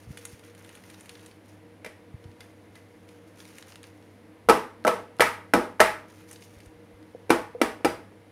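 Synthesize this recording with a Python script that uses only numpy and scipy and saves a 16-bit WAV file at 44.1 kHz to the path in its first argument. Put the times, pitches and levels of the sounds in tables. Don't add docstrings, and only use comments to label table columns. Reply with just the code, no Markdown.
import sys
import numpy as np
from scipy import signal
from scipy.fft import rfft, irfft
from scipy.io import wavfile
from scipy.ndimage import uniform_filter1d

SR = 44100
rng = np.random.default_rng(int(sys.argv[2]) if len(sys.argv) > 2 else 0)


def unload_wav(signal):
    wavfile.write(
        sys.argv[1],
        SR,
        np.round(np.clip(np.atleast_2d(signal).T, -1, 1) * 32767).astype(np.int16),
    )


def volts_from_db(level):
    exponent = np.asarray(level, float) / 20
    return 10 ** exponent


N = 366471

# frequency in Hz, level in dB per Hz.
PAPER_SPECTRUM = [(470, -31), (800, 4.5), (1250, -4), (2100, -3.5), (3100, -5), (4300, -6.5), (6500, -4),
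                  (8020, -14.5), (9000, -5), (10500, -6.5), (12500, -12), (15300, -14), (16500, -34)]


def evened(x):
    return x / np.sqrt(np.mean(x ** 2) + 1e-20)


def read(points, hz):
    f, value = np.transpose(points)
    return np.interp(np.log(hz + 1), np.log(f + 1), value)


def coloured(x, spectrum):
    gain = volts_from_db(read(spectrum, np.fft.rfftfreq(x.shape[-1], 1 / SR)))
    return irfft(rfft(x) * gain, x.shape[-1])


def band(x, lo_hz, hi_hz):
    return signal.sosfilt(signal.butter(2, [lo_hz, hi_hz], "bandpass", fs=SR, output="sos"), x)


def add(mix, s, sound):
    part = mix[round(s * SR):][:len(sound)]
    part += sound[:len(part)]


def echoes(count):
    # frequency in Hz, t60 in s.
    kitchen = [(150, 0.4), (400, 0.35), (1040, 0.39), (2760, 0.36), (7280, 0.33)]
    # frequency in Hz, level in dB.
    wet = [(100, 10.5), (300, -4), (800, -2.5), (2000, -5.5), (5000, -5), (12000, -6)]
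    length = SR // 2
    hz, t, z = signal.stft(rng.standard_normal((count, length)), SR, nperseg=256)
    decay = volts_from_db(-60 * t / read(kitchen, hz)[:, None])
    tail = signal.istft(z * decay, SR, nperseg=256)[1][:, :length]
    tail = tail * np.clip((np.arange(length) / SR - .001) / 0.0013, 0, 1)
    return coloured(tail / np.linalg.norm(tail, axis=1)[:, None], wet)


def ring(modes, t, chance, rise_s, lean_db=0):
    hz, db, t60 = np.array(modes).T[:, :, None]
    weight, turn, detune = chance[:len(modes)].T[:, :, None]
    phase = .5 * turn + np.pi * np.arange(len(modes))[:, None]
    decay = volts_from_db(db + lean_db + 1.2 * weight - 60 * t / t60)
    waves = decay * np.sin(2 * np.pi * hz * (1 + 0.011 * detune) * t + phase)
    waves *= 1 + .6 * np.sin(2 * np.pi * (22 + 6 * turn) * t + 3 * detune)
    sound = waves.sum(0) * (1 - np.exp(-t / rise_s))
    return sound / abs(sound).max()


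def room_air():
    # frequency in Hz, level in dB per Hz.
    air_spectrum = [(12, -18.5), (20, -18.5), (44, -19.5), (91, -5), (147, -10.5), (314, -2), (372, -9.5),
                    (479, -4), (583, -9), (1320, -19), (1790, -17.5), (7950, -38), (9950, -31.5),
                    (15200, -44), (16500, -54)]
    return volts_from_db(-55) * evened(coloured(rng.standard_normal(N), air_spectrum))


def fridge():
    # frequency in Hz, width in Hz, level in dB rms.
    hum = [(100, 12, -67), (185.5, 34, -63.5), (227.5, 8.6, -67), (300, 6.4, -67.5), (312.6, 13.7, -60),
           (440, 12, -79), (475, 12.2, -64.5), (514, 6.9, -82), (962, 8.5, -74), (2090, 280, -73.5)]
    t, out = np.arange(N) / SR, np.zeros(N)
    for (hz, width, db), (a, b) in zip(hum, rng.standard_normal((len(hum), 2, N))):
        r = np.exp(-np.pi * width / SR)
        wander = signal.lfilter([1], np.convolve([1, -r], [1, -r]), a + 1j * b)
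        out += volts_from_db(db) * evened((wander * np.exp(2j * np.pi * hz * t)).real)
    steady = np.sin(2 * np.pi * 100 * t) + .5 * np.sin(2 * np.pi * 476 * t)
    return out + volts_from_db(-58.5) * np.sqrt(2) * steady


def rubbing():
    # start in s, hold in s, crackle level in dB, scrape level in dB.
    strokes = [(.001, 0.035, -64.5, -56.5), (.105, .02, -61, -55), (0.178, 0.0096, -55, -63),
               (0.193, 0.15, -58.5, -55), (0.436, 0.038, -61.5, -53), (0.58, 0.2, -61, -53.5),
               (0.836, 0.2, -60.5, -54.5), (1.07, 0.21, -62, -55), (1.468, 0.053, -65, -62),
               (2.412, 0.018, -62.5, -52.5), (2.755, 0.013, -63.5, -56), (3.086, 0.07, -69, -60),
               (3.27, .03, -68, -70), (3.369, .23, -59.5, -54), (3.671, 0.031, -56.5, -51.5),
               (3.844, 0.024, -63, -54), (6.096, 0.11, -63, -55), (6.288, .05, -57, -57),
               (6.425, 0.011, -57.5, -62), (6.508, 0.14, -65.5, -58), (2.2, 2, -75, -76),
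               (6.75, 0.74, -79, -72)]
    rise_db_per_s, fall_db_per_s = 452, 165
    time, levels = np.arange(N) / SR, np.zeros((2, N))
    for s, hold, *db in strokes:
        rise_db = np.minimum(rise_db_per_s * (time - s), 0)
        fall_db = fall_db_per_s * np.maximum(time - s - hold, 0)
        levels = np.maximum(levels, volts_from_db(np.c_[db]) * volts_from_db(rise_db - fall_db))
    clumps = volts_from_db(1.6 * evened(uniform_filter1d(rng.standard_normal(N), size=500)))
    happens = rng.random((2, N)) < 1600 * clumps / SR
    sizes = volts_from_db(2.0 * np.minimum(rng.exponential(1, (2, N)), 5)) * happens
    decay = np.exp(-np.arange(2000) / SR / .0015)
    grains = signal.oaconvolve(sizes, decay[None])[:, :N] * rng.standard_normal((2, N))
    crackle = levels[0] * evened(band(coloured(grains[0], PAPER_SPECTRUM), 3300, 17000))
    scrape = levels[1] * evened(band(coloured(grains[1], PAPER_SPECTRUM), 1160, 2740))
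    return volts_from_db(-0.5) * crackle + volts_from_db(-7.0) * scrape


def snaps():
    # time in s, peak in dB, brightness in dB.
    shuffle_snaps = [(0.173, -23, -6.5), (0.2523, -22.5, 1), (0.394, -36, -9), (0.4374, -42, -14),
                     (0.498, -41, -17), (0.5492, -38, -3.5), (0.647, -34.5, -7), (0.691, -33, -6),
                     (0.752, -32, -3), (0.8375, -36, -10), (0.8999, -32, -6), (0.943, -33, -15),
                     (1.008, -34.5, 0), (1.058, -34.5, -4), (1.0934, -25.5, -6.5), (1.153, -32, -20.5),
                     (1.1932, -37, -11), (1.261, -31.5, -1), (1.3124, -38, -14), (2.2402, -38.5, -18),
                     (2.315, -44, -18), (2.4063, -28, -10.5), (2.7545, -34, -8), (3.0892, -35.5, -11)]
    # time in s, peak in dB, brightness in dB.
    turn_snaps = [(3.403, -26, -17), (3.453, -30, -7), (3.584, -25, -1), (3.625, -25, -18),
                  (3.722, -29, -14), (3.757, -26.5, -5.5), (3.831, -30, -2.5), (3.840, -28, -26),
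                  (4.025, -40.5, -15), (4.841, -32, -17), (5.167, -40, -2), (5.187, -30, -9)]
    # time in s, peak in dB, brightness in dB.
    grip_snaps = [(6.0997, -45, -8), (6.3117, -31, 3), (6.3292, -35, 5.5), (6.3591, -31.5, -32),
                  (6.423, -31, -18), (6.5821, -47, -12), (6.6031, -33, -8.5), (6.6594, -40.5, -1),
                  (7.0271, -43, -14)]
    t, dull, bright = np.arange(2000) / SR, np.zeros(N), np.zeros(N)
    for rows, fall_s in ((shuffle_snaps, 0.0093), (turn_snaps, 0.0044), (grip_snaps, 0.008)):
        for s, db, bright_db in rows:
            burst = rng.standard_normal(len(t)) * volts_from_db(db - 15.0 - 20 * t / fall_s)
            add(dull, s, burst)
            add(bright, s, burst * volts_from_db(bright_db + 13.0))
    both = volts_from_db(10.5) * band(dull, 1400, 5550) + band(bright, 5360, 10200)
    return volts_from_db(2) * coloured(both, [(hz, .5 * db) for hz, db in PAPER_SPECTRUM])


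def paper():
    direct = rubbing() + snaps()
    return direct + volts_from_db(-3) * signal.fftconvolve(direct, echoes(1)[0])[:N]


def bumps():
    # time in s, peak in dB, frequency in Hz, t60 in s.
    pushes = [(0.071, -34, 95, 0.062), (0.089, -35, 95, 0.054), (0.104, -28.5, 128, 0.03),
              (.33, -37, 100, 0.041), (2.14, -28, 100, 0.04), (2.254, -33.5, 106, 0.035),
              (2.285, -42, 100, 0.045), (4.461, -40, 70, .05), (2.39, -53, 45, .08),
              (6.562, -42.5, 69.5, .06), (6.664, -38.5, 60, 0.055), (6.75, -51, 44.2, 0.073),
              (6.93, -43, 60, 0.051)]
    t, out = np.arange(5000) / SR, np.zeros(N)
    for s, db, hz, t60 in pushes:
        push = np.sin(2 * np.pi * hz * t) * volts_from_db(-60 * t / t60) * (1 - np.exp(-t / 0.0015))
        add(out, s, -volts_from_db(db) * push / abs(push).max())
    return band(out, 50, 600)


def tin():
    # time in s, base boom in dB, base mode nearest the blow in Hz,
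    # walls in dB, rim in dB.
    contacts = [(1.846, -37.5, 544, -41.5, -35), (1.861, -34, 595, -49, -35.5),
                (4.4872, -5.5, 540, -10.5, -17.5), (4.4956, -4.5, 348, -7, -13.5),
                (4.501, -12.5, 400, -14, -15), (4.849, -14, 625, -17.5, -35), (4.8679, -17, 610, -28, -21),
                (4.871, -13, 520, -53.5, -44), (4.8766, -9, 520, -14, -17.5), (5.1964, -12, 627, -19, -33),
                (5.206, -6.5, 462, -14, -5.5), (5.219, -16.5, 570, -11.5, -13), (5.536, -8, 490, -10, -15),
                (5.538, -6.5, 264, -14.5, -30), (5.548, -13.5, 250, -19.5, -29),
                (5.796, -45.5, 600, -21.5, -34), (5.8027, -3, 610, -11.5, -4),
                (5.812, -25, 620, -7.5, -10.5), (7.295, -20.5, 484, -44, -35.5),
                (7.3035, -2, 337, -9, -13.5), (7.604, -29, 484, -49, -73), (7.6151, -5, 359, -16, -15.5),
                (7.8466, -7.5, 370, -19, -18), (7.8535, -9, 480, -22.5, -28.5)]
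    # frequency in Hz, level in dB, t60 in s.
    base_modes = [(196.7, -4, 0.089), (242.3, -10.5, 0.16), (337, 2, 0.04), (400, 1, 0.02), (484, 6, 0.027),
                  (474, -15, 0.23), (625, -8, 0.084)]
    # frequency in Hz, level in dB, t60 in s.
    wall_modes = [(692, 1, 0.066), (843, 2, 0.1), (933, 1.5, 0.066), (1109, 3, 0.031), (1188, 6, 0.022),
                  (1315, 6, 0.07), (1520, 6, 0.02)]
    # frequency in Hz, level in dB, t60 in s.
    rim_modes = [(1700, 9, 0.012), (1800, -3.5, 0.05), (2005, 5.5, 0.02), (2353, 5, 0.036),
                 (2370, -8.5, 0.024), (2674, -4, 0.024), (2950, -18.5, 0.029), (3790, -18.5, 0.0093)]
    # frequency in Hz, level in dB per Hz.
    crack_spectrum = [(1470, -29), (2500, -7), (3980, -12.5), (4560, -14.5), (5170, -12), (7030, -19),
                      (9720, -14), (15100, -27), (16000, -40), (16500, -56)]
    count, length = len(contacts), 9000
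    t, out = np.arange(length) / SR, np.zeros(N)
    base_hz, rim_hz = np.array(base_modes)[:, :1], np.array(rim_modes)[:, :1]
    chance = rng.standard_normal((count, 3, 8, 3))
    grit = coloured(rng.standard_normal((count, length)), crack_spectrum)
    impulse = np.arange(length) == 300
    click = evened(coloured(impulse, crack_spectrum))
    thud = np.sin(2 * np.pi * 60 * t) * volts_from_db(-60 * t / .15) * (1 - np.exp(-t / 0.0046))
    thud = band(thud, 45, 300)
    for (s, base_db, near_hz, walls_db, rim_db), c, noise, tail in zip(contacts, chance, grit, echoes(count)):
        lean_db = np.maximum(-18 * abs(np.log2(base_hz / near_hz)), -13)
        base = volts_from_db(base_db) * band(ring(base_modes, t, c[0], 0.00033, lean_db), 226, 3000)
        tilt_db = 12 * np.log2(480 / near_hz) * np.log2(rim_hz / 2000)
        walls = volts_from_db(walls_db + 4) * ring(wall_modes, t, c[1], 0.00032)
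        rim = volts_from_db(rim_db + 2.5) * ring(rim_modes, t, c[2], 0.00028, tilt_db)
        sheet = walls + rim
        crack_db = -10 + 0.59 * rim_db + 0.16 * base_db + 0.13 * walls_db
        crack = volts_from_db(crack_db + 3.5 - 60 * t / 0.035) * evened(noise) * (1 - np.exp(-t / 0.00082))
        add(out, s, base + sheet + crack + volts_from_db(base_db - 37) * thud)
        slap = coloured(impulse, [(120, base_db - 1.5), (near_hz, base_db + 26.5), (1000, walls_db + 33),
                                  (2000, rim_db + 33.0), (2700, rim_db + 15), (3600, rim_db - 3),
                                  (5000, rim_db - 13.5)])
        add(out, s - .005, volts_from_db(-24.0) * slap)
        to_room = volts_from_db(-6) * base + volts_from_db(-8.5) * sheet + slap + volts_from_db(crack_db - 17.5) * click
        add(out, s, signal.fftconvolve(to_room, tail))
    return out


def pings():
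    # time in s, peak in dB, frequency in Hz, t60 in s.
    rings = [(1.85, -42, 2090, .05), (2.408, -48, 2100, .04), (2.758, -52, 2030, .25),
             (4.497, -12, 330, 0.059), (4.878, -26.5, 490, 0.36), (4.879, -23, 1300, .2),
             (5.205, -15.5, 3200, 0.011), (5.22, -22.5, 1280, 0.4), (5.54, -26.5, 490, 0.38),
             (5.551, -24, 1300, .2), (7.31, -18.5, 345, 0.17), (7.619, -46.5, 4760, 0.37),
             (7.848, -37.5, 4850, 0.32), (7.855, -19.5, 800, 0.052)]
    t, out = np.arange(12000) / SR, np.zeros(N)
    for s, db, hz, t60 in rings:
        pair = [(hz, 0, t60), (hz * .978, -4, t60)]
        add(out, s, volts_from_db(db) * ring(pair, t, np.zeros((2, 3)), 0.00063))
    return out


def pops():
    # time in s, peak in dB, t60 in s.
    recoils = [
        (7.148, -31, 0.034),
        (7.549, -28, 0.064),
    ]
    t, out = np.arange(9000) / SR, np.zeros(N)
    for (s, db, t60), tail in zip(recoils, echoes(len(recoils))):
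        modes = [(484, 6, t60), (730, -5.0, 0.02)]
        pop = volts_from_db(db) * ring(modes, t, np.zeros((2, 3)), 0.00058)
        add(out, s, pop)
        add(out, s, volts_from_db(-5.5) * signal.fftconvolve(pop, tail))
    return out


def scene():
    return (room_air() + fridge() + paper() + bumps() + tin() + pings() + pops())[None]


def roll_off(x):
    return signal.sosfilt(signal.butter(12, 16800, fs=SR, output="sos"), x)


def record(dry):
    limited = 1.074 * np.tanh(dry / 1.152)
    limited = signal.sosfilt(signal.butter(2, 38, "highpass", fs=SR, output="sos"), limited)
    lowpass = signal.firwin(255, 16500, window=("kaiser", 9), fs=SR)
    return roll_off(signal.oaconvolve(limited, lowpass[None], "same"))


dry = scene()
out = record(dry)
unload_wav(out)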